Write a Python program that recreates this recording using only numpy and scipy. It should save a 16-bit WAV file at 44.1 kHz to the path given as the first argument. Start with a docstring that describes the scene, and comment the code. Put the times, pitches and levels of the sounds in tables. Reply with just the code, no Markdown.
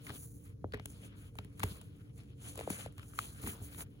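"""A shoelace is untied close to a pair of microphones, in a quiet room with a low rumble.
Stick-slip friction makes the braid hiss and scrape as it is drawn through the knot and eyelets.
Now and then it slips or is flicked: dispersion turns the jolt into a falling chirp,
the fibres rasp, and the padded shoe thumps in its damped modes."""
import sys
import numpy as np
from scipy import signal
from scipy.fft import rfft, irfft
from scipy.io import wavfile

SR = 44100
rng = np.random.default_rng(int(sys.argv[2]) if len(sys.argv) > 2 else 0)


def wav_out(sig):
    """Save sig, one row per channel (or a flat mono array), as 16-bit PCM at SR to the path in sys.argv[1]."""
    wavfile.write(sys.argv[1], SR, np.round(np.clip(np.atleast_2d(sig).T, -1, 1) * 32767).astype(np.int16))


N = 176400
FREQS = np.arange(N // 2 + 1) * SR / N


def from_db(db):
    """Amplitude ratio: tenfold for every 20 dB."""
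    return 10 ** (np.asarray(db) / 20)


def unit_rms(x):
    """Normalisation to a mean power of 1."""
    return x / np.sqrt(np.mean(x ** 2) + 1e-20)


def gains(points):
    """Frequency response through (Hz, dB) points, interpolated over log frequency."""
    hz, db = np.transpose(points)
    return from_db(np.interp(np.log(FREQS + 1e-9), np.log(hz), db))


def colour(x, points):
    """Linear filtering: the spectrum is multiplied by a frequency response."""
    return irfft(rfft(x) * gains(points), N)


def stereo(pair, side_points):
    """Mid-side mixing: two uncorrelated signals share a constant total power."""
    ratio = gains(side_points)
    weights = np.array([np.ones_like(ratio), ratio]) / np.sqrt(1 + ratio ** 2)
    mid, side = irfft(rfft(pair) * weights, N)
    return np.array([mid + side, mid - side])


def drift(rate_hz):
    """Random modulation: low-passed noise with a spread of 1."""
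    count = N // 20 + 1
    rolloff = (1 + (FREQS[:count // 2 + 1] / rate_hz / 2) ** 2) ** 2
    slow = irfft(rfft(rng.standard_normal(count)) / rolloff, count)
    return np.interp(np.arange(N) / 20, np.arange(count), unit_rms(slow))


def add(out, start_s, sound):
    """Superposition: a short sound adds to what is already there."""
    i = max(0, int(start_s * SR))
    out[i:i + len(sound)] += sound[:max(0, N - i)]


# Spectrum of the rumble. Each row: frequency in Hz, relative spectral density in dB.
RUMBLE_SPECTRUM = [(22, -8), (40, -5.5), (62, 0), (82, -2), (115, 1.5), (150, -6), (200, -10), (260, -17.5),
                   (400, -22), (520, -26.5), (650, -40), (950, -49), (2500, -69), (6000, -51), (10000, -79),
                   (16000, -51)]
# Resonances in the rumble. Each row: centre in Hz, bandwidth in Hz, level in dB.
DRONE_BANDS = [(95, 12, -60.5), (288.1, 18.3, -64.5), (454, 39, -71.5)]
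# Stereo width of the rumble. Each row: frequency in Hz, side minus mid in dB.
RUMBLE_WIDTH = [(60, -19.5), (130, -16), (280, -5), (600, -2.5), (2000, 0), (16000, 5)]

def room_rumble():
    """Low broadband noise, as of ventilation, drones where narrow resonances reinforce it."""
    rumble = from_db(-51) * unit_rms(colour(rng.standard_normal((2, N)), RUMBLE_SPECTRUM))
    for hz, width_hz, db in DRONE_BANDS:
        band = rfft(rng.standard_normal((2, N))) / (1 + ((FREQS - hz) / width_hz * 2) ** 2)
        rumble += from_db(db) * unit_rms(irfft(band, N))
    return stereo(rumble, RUMBLE_WIDTH)


# Spectrum of the wall reflections. Each row: frequency in Hz, relative gain in dB.
REVERB_SPECTRUM = [(100, 4), (500, 23.5), (2000, -8.5), (6000, -57), (15000, -24)]

def reverberation(x, level_db=-29, t60_s=.18):
    """Diffuse reflections from the walls form a faint, dull tail that decays exponentially."""
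    t = np.arange(SR // 2) / SR
    tail = colour(rng.standard_normal((2, N)), REVERB_SPECTRUM)[:, :len(t)] * from_db(-60 * t / t60_s)
    tail /= np.sqrt(np.sum(tail ** 2) / 2)
    return from_db(level_db) * signal.fftconvolve(x, tail, axes=1)[:, :N]


def shoe_reflection(x, delay_s=0.001079, level_db=-17, wander=0.0074):
    """Comb filtering: the shoe returns an inverted echo whose delay wanders as the lace moves."""
    now = np.arange(N)
    delayed = now - SR * delay_s * (1 + wander * drift(rate_hz=2.6))
    return x - from_db(level_db) * np.array([np.interp(delayed, now, channel) for channel in x])


# Stereo width of the lace. Each row: frequency in Hz, side minus mid in dB.
LACE_WIDTH = [(100, -20.5), (400, -14.5), (1100, -1), (2000, 5.5), (3200, 8), (4200, -4.5), (5100, 6.5),
              (6200, -14.5), (7200, -0.5), (8500, 23.5), (9700, -2), (11000, -7.5), (12300, -5),
              (13300, 74), (14600, -29), (15600, -29)]

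def at_microphones(pair):
    """Phase difference: the microphones hear some bands of the lace in phase, others in opposition."""
    return stereo(pair, LACE_WIDTH)


def lean_left(x, difference_db=3.5):
    """Level difference: the lower-pitched friction is nearer the left microphone, so louder there."""
    return x * from_db(difference_db / 2 * np.array([[1], [-1]]))


def chirp(t, hz, rise_s, halving_s):
    """Dispersion: a jolt runs along the lace highs first, so the pitch falls."""
    age = t / rise_s
    tail = .025 * np.exp(-age / 10)
    envelope = (age * np.exp(1 - age) + tail) * np.tanh(2 * age) ** 2
    return -envelope * np.sin(2 * np.pi * hz * halving_s * np.log1p(t / halving_s))


# Modes of the shoe. Each row: frequency in Hz, relative level in dB, time to fall 60 dB in seconds.
SHOE_MODES = [(64.3, -1, 0.21), (88.8, 10, 0.088), (188.7, 4, 0.058), (236, 5.5, 0.0416),
              (416.3, -3, 0.079)]

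def shoe_thump(t, rise_s=0.0086):
    """Damped modes ring in the shoe, building slowly as the padding gives way."""
    ring = sum(from_db(db - 60 * t / t60) * np.sin(2 * np.pi * hz * t) for hz, db, t60 in SHOE_MODES)
    return ring * (1 - np.exp(-t / rise_s))


# Spectra of the mid and treble rasp. Each row: frequency in Hz, relative spectral density in dB.
MID_RASP_SPECTRUM = [(400, -19), (1200, 5.5), (2100, 6), (3200, 2), (4200, -3), (5500, -10), (9000, -18)]
TREBLE_RASP_SPECTRUM = [(2500, -2), (5500, -12), (7500, 4), (10500, 2.5), (13000, -13.5), (16000, -0.5)]

def fibre_rasp(starts_s, levels_db, spectrum, rise_s=.0008, decay_s=.0016):
    """Transient friction: fibres tear past one another in noise bursts a few milliseconds long."""
    lead_s = .01
    t = np.arange(SR // 20) / SR - lead_s
    burst = np.exp(np.minimum(t / rise_s, -t / decay_s))
    envelope = np.zeros(N)
    for start_s, db in zip(starts_s, levels_db):
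        add(envelope, start_s + rise_s - lead_s, from_db(db) * burst)
    noise = colour(rng.standard_normal((2, N)), spectrum)
    return unit_rms(at_microphones(noise)) * envelope


# Slips and flicks. Each row: start in seconds, chirp level in dB, starting pitch in Hz, rise in ms,
# time to half the pitch in ms, mid rasp level in dB, treble rasp level in dB, thump level in dB.
SLIPS = [ (0.067, -42, 2500, 2.1, 20, -45.5, -47, -56), (0.0938, -41, 1520, 1.44, 10.6, -41, -44, -41),
         (0.103, -43, 955, 1, 7.9, -45.5, -53, -48), (0.643, -28, 1750, 1.1, 0.74, -68, -88, -38),
         (0.722, -54.5, 5060, 1.3, 22, -47.5, -57, -60), (0.7351, -34.5, 1890, 1.17, 10.6, -52, -56, -42),
         (0.7373, -34, 540, 1.8, 20, -42.5, -73, -38), (0.742, -33.5, 2280, 0.97, 7.8, -46, -67, -35),
         (0.745, -42.5, 970, 0.69, 8, -55, -48, -40.5), (0.7733, -55, 1770, 2.3, 4, -60, -62, -67),
         (0.797, -46, 890, 1.3, 9.8, -45, -75, -43.5), (0.857, -39, 3690, 0.93, 13, -42.5, -34, -42.5),
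         (1.354, -53, 1490, 1.3, 2.4, -68, -53, -49.5),
         (1.3868, -40.5, 2470, 1.87, 1.99, -35, -46.5, -39.5),
         (1.447, -75, 2510, 0.55, 3.8, -56, -53.5, -44), (1.5955, -51, 1590, 1.5, 4, -44, -39, -45),
         (1.602, -42.5, 1630, 1.1, 6.3, -44, -46, -55), (1.632, -28, 1877, 1.83, 2.84, -31, -31.5, -71),
         (1.636, -38, 350, 1.3, 10, -30, -28.5, -28.5), (1.8138, -57, 2430, 1.6, 2.1, -61, -46, -67),
         (2.2347, -81, 2000, 0.87, 3, -70, -59, -59), (2.556, -52, 1240, 2.2, 4, -61, -43, -57),
         (2.576, -42, 845, 3.1, 6.2, -61, -37.5, -66), (2.591, -35.5, 870, 1.94, 4.8, -40, -47, -64),
         (2.6, -44, 860, 1.9, 4.8, -43, -43, -69), (2.610, -32.5, 900, 0.84, 2.9, -44.5, -44, -69),
         (2.6751, -27, 1100, 1.52, 2.5, -58, -48, -61), (2.702, -32, 1720, 0.71, 1.6, -57, -30.5, -65),
         (2.705, -28.5, 373, 2.24, 5.9, -59, -37, -48), (2.8605, -35.5, 1210, 1.7, 2.43, -52.5, -49, -43.5),
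         (2.9243, -79, 2000, .8, 4.1, -68, -55.5, -85), (2.9805, -64, 2020, 1.7, 6.7, -47.5, -46, -61),
         (2.995, -70, 1610, 2.7, 11, -49, -58, -70), (3.0299, -55, 1480, 1.6, 20, -51.5, -64, -77),
         (3.135, -48.5, 1470, 1.1, 20, -58, -66, -73), (3.1891, -23, 1400, 0.96, 18, -28, -32, -48),
         (3.4363, -47, 1930, 2.1, 5.25, -54, -42, -37), (3.464, -44, 2300, 1.8, 19, -45, -50, -39.5),
         (3.473, -34, 1490, 0.61, 4.5, -59, -36, -56), (3.616, -49, 1010, 1, 3.6, -67, -68, -38.5),
         (3.7464, -56, 1500, 1, 4, -52, -57, -60), (3.807, -49, 1530, 1.6, 2.6, -41, -51, -54),
         (3.824, -60, 1500, 1.1, 2.8, -57, -45, -66), ]

def slipping_lace(left_lag_s=0.00019, chirp_left_db=3, roughness=.08):
    """Impulsive excitation: each slip or flick sets off a chirp, a thump and a rasp together."""
    t = np.arange(SR // 5) / SR
    tones = np.zeros((2, N))
    thump = shoe_thump(t)
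    for start_s, chirp_db, hz, rise_ms, halving_ms, _, _, thump_db in SLIPS:
        glide = chirp(t, hz, rise_ms / 1000, halving_ms / 1000)
        for channel, share in zip(tones, (.5, -.5)):
            jolt = from_db(chirp_db + share * chirp_left_db) * glide + from_db(thump_db) * thump
            add(channel, start_s + share * left_lag_s, jolt)
    starts_s, *_, mid_db, treble_db, _ = np.transpose(SLIPS)
    mid = lean_left(fibre_rasp(starts_s, mid_db, MID_RASP_SPECTRUM))
    treble = fibre_rasp(starts_s, treble_db, TREBLE_RASP_SPECTRUM)
    flicker = 1 + roughness * np.array([drift(rate_hz=730), drift(rate_hz=790)])
    return tones * flicker + mid + treble


def friction(level_db, spectrum, clicks_per_s, flutter_db):
    """Stick-slip: fibres catch and let go in tiny clicks of uneven size while the grip flutters."""
    clicks = (rng.random(N) < clicks_per_s / SR) * rng.standard_normal((2, N))
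    return unit_rms(colour(clicks, spectrum)) * from_db(level_db + flutter_db * drift(rate_hz=12.3))


def shifting_bands(x, depth_db=3, rate_hz=8.1):
    """Amplitude modulation: as the lace shifts, each half octave swells and fades on its own."""
    half_octaves = 2 * np.log2(FREQS.clip(375, 6000) / 375)
    spectrum = rfft(x)
    windows = (np.maximum(0, 1 - abs(half_octaves - k)) for k in range(int(half_octaves.max()) + 1))
    return sum(irfft(spectrum * window, N) * from_db(depth_db * drift(rate_hz)) for window in windows)


# Spectrum of the scrape. Each row: frequency in Hz, relative spectral density in dB.
SCRAPE_SPECTRUM = [(60, 17), (180, 21.5), (450, 10.5), (800, 4), (1400, 7), (2200, 6), (3100, 9), (4200, 0),
                   (5300, -3), (8000, -56)]

def braid_scrape(level_db, flutter_db=2.44):
    """Coarse stick-slip of the braid, with sparser clicks from single threads that snag."""
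    scrape = friction(level_db - .5, SCRAPE_SPECTRUM, clicks_per_s=5000, flutter_db=flutter_db)
    snags = friction(level_db - 12.5, MID_RASP_SPECTRUM, clicks_per_s=1700, flutter_db=flutter_db)
    return lean_left(at_microphones(shifting_bands(scrape + snags)))


# Spectrum of the hiss. Each row: frequency in Hz, relative spectral density in dB.
HISS_SPECTRUM = [(1800, -6.5), (3100, -10), (5400, -9.5), (6500, 1.5), (9000, 5), (11000, 6.5), (11700, -6),
                 (12500, 2.5), (15800, -3)]

def fibre_hiss(level_db, shelf_db, shelf_hz=12000):
    """Fine stick-slip of the fibres, modulated as the weave bumps unevenly over an edge."""
    bumps_db = 0.88 * drift(rate_hz=80)
    hiss = friction(level_db - 2.5 + bumps_db, HISS_SPECTRUM, clicks_per_s=6500, flutter_db=2.1)
    top = signal.sosfiltfilt(signal.butter(2, shelf_hz, "high", fs=SR, output="sos"), hiss)
    return at_microphones(hiss + (from_db(shelf_db) - 1) * top)


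# Friction envelopes, one list per pull.
# Each row: time in seconds, relative hiss level in dB, relative scrape level in dB.
PULL_ENVELOPES = [
    [(0, -71, -67.5), (0.05, -58.5, -59), (0.1, -56.5, -51.5), (0.165, -47.5, -56.5), (0.27, -56, -99),
     (0.33, -64, -90), (0.46, -63.5, -66), (0.54, -83.5, -77)],
    [(0.72, -78.5, -75), (0.748, -70, -54), (0.78, -84, -66), (0.85, -70.5, -69), (0.905, -56.5, -63.5),
     (0.97, -67.5, -64), (1.015, -62, -65.5), (1.05, -54, -57.5), (1.1, -70, -68)],
    [(1.145, -76, -64.5), (1.18, -61.5, -66.5), (1.275, -63, -63), (1.32, -82, -81.5), (1.39, -66, -64),
     (1.47, -77, -71), (1.56, -74.5, -74.5)],
    [(1.58, -66, -63.5), (1.62, -55, -51.5), (1.655, -49, -52.5), (1.77, -56, -56.5), (1.798, -68, -67.5),
     (1.83, -64, -65.5), (1.92, -78, -70), (2.0, -68, -64), (2.06, -80, -73)],
    [(2.13, -74, -74.5), (2.19, -62.5, -59.5), (2.25, -74, -66), (2.36, -80, -77.5)],
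    [(2.39, -70.5, -67.5), (2.44, -50.5, -57.5), (2.495, -44, -52), (2.545, -58, -63.5), (2.6, -51.5, -51),
     (2.67, -54, -51), (2.715, -43.5, -45), (2.805, -44.5, -54.5), (2.86, -54.5, -56), (2.905, -72, -72)],
    [(2.96, -71, -75), (2.99, -63, -58.5), (3.06, -62.5, -66.5), (3.125, -64, -67), (3.165, -50.5, -64),
     (3.2, -42, -49.5), (3.29, -53, -61.5), (3.345, -56, -66), (3.41, -54.5, -60)],
    [(3.43, -52, -53), (3.478, -41, -49), (3.53, -53, -52), (3.605, -67.5, -63), (3.645, -48.5, -59.5),
     (3.7, -62.5, -58), (3.77, -49.5, -63.5), (3.822, -47, -49.5), (3.855, -79.5, -72)],
]
# Brightness of the pulls. Each entry: gain of one pull's highest hiss in dB.
PULL_SHELF_DB = [3.5, -3, 0, 2, -3.5, -6, -1, 5]

def sliding_lace():
    """Sliding friction: hiss and scrape follow each pull of the braid over itself and the eyelets."""
    points = [(*row, db) for pull, db in zip(PULL_ENVELOPES, PULL_SHELF_DB) for row in pull]
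    times_s, *levels_db = np.transpose(points)
    times_s = np.maximum.accumulate(times_s)
    hiss_db, scrape_db, shelf_db = (np.interp(np.arange(N) / SR, times_s, db) for db in levels_db)
    return shoe_reflection(fibre_hiss(hiss_db, shelf_db) + braid_scrape(scrape_db))


def scene():
    """Superposition of the lace, its reverberation and the rumble."""
    lace = sliding_lace() + slipping_lace()
    return lace + reverberation(lace) + room_rumble()


def record(dry, low_cut_hz=61.6, high_cut_hz=16000):
    """Band limiting: the deepest bass is rolled off and the top is cut steeply."""
    thin = signal.sosfilt(signal.butter(2, low_cut_hz, "high", fs=SR, output="sos"), dry)
    return signal.sosfiltfilt(signal.ellip(10, .05, 60, high_cut_hz, fs=SR, output="sos"), thin)


dry = scene()
out = record(dry)
wav_out(out)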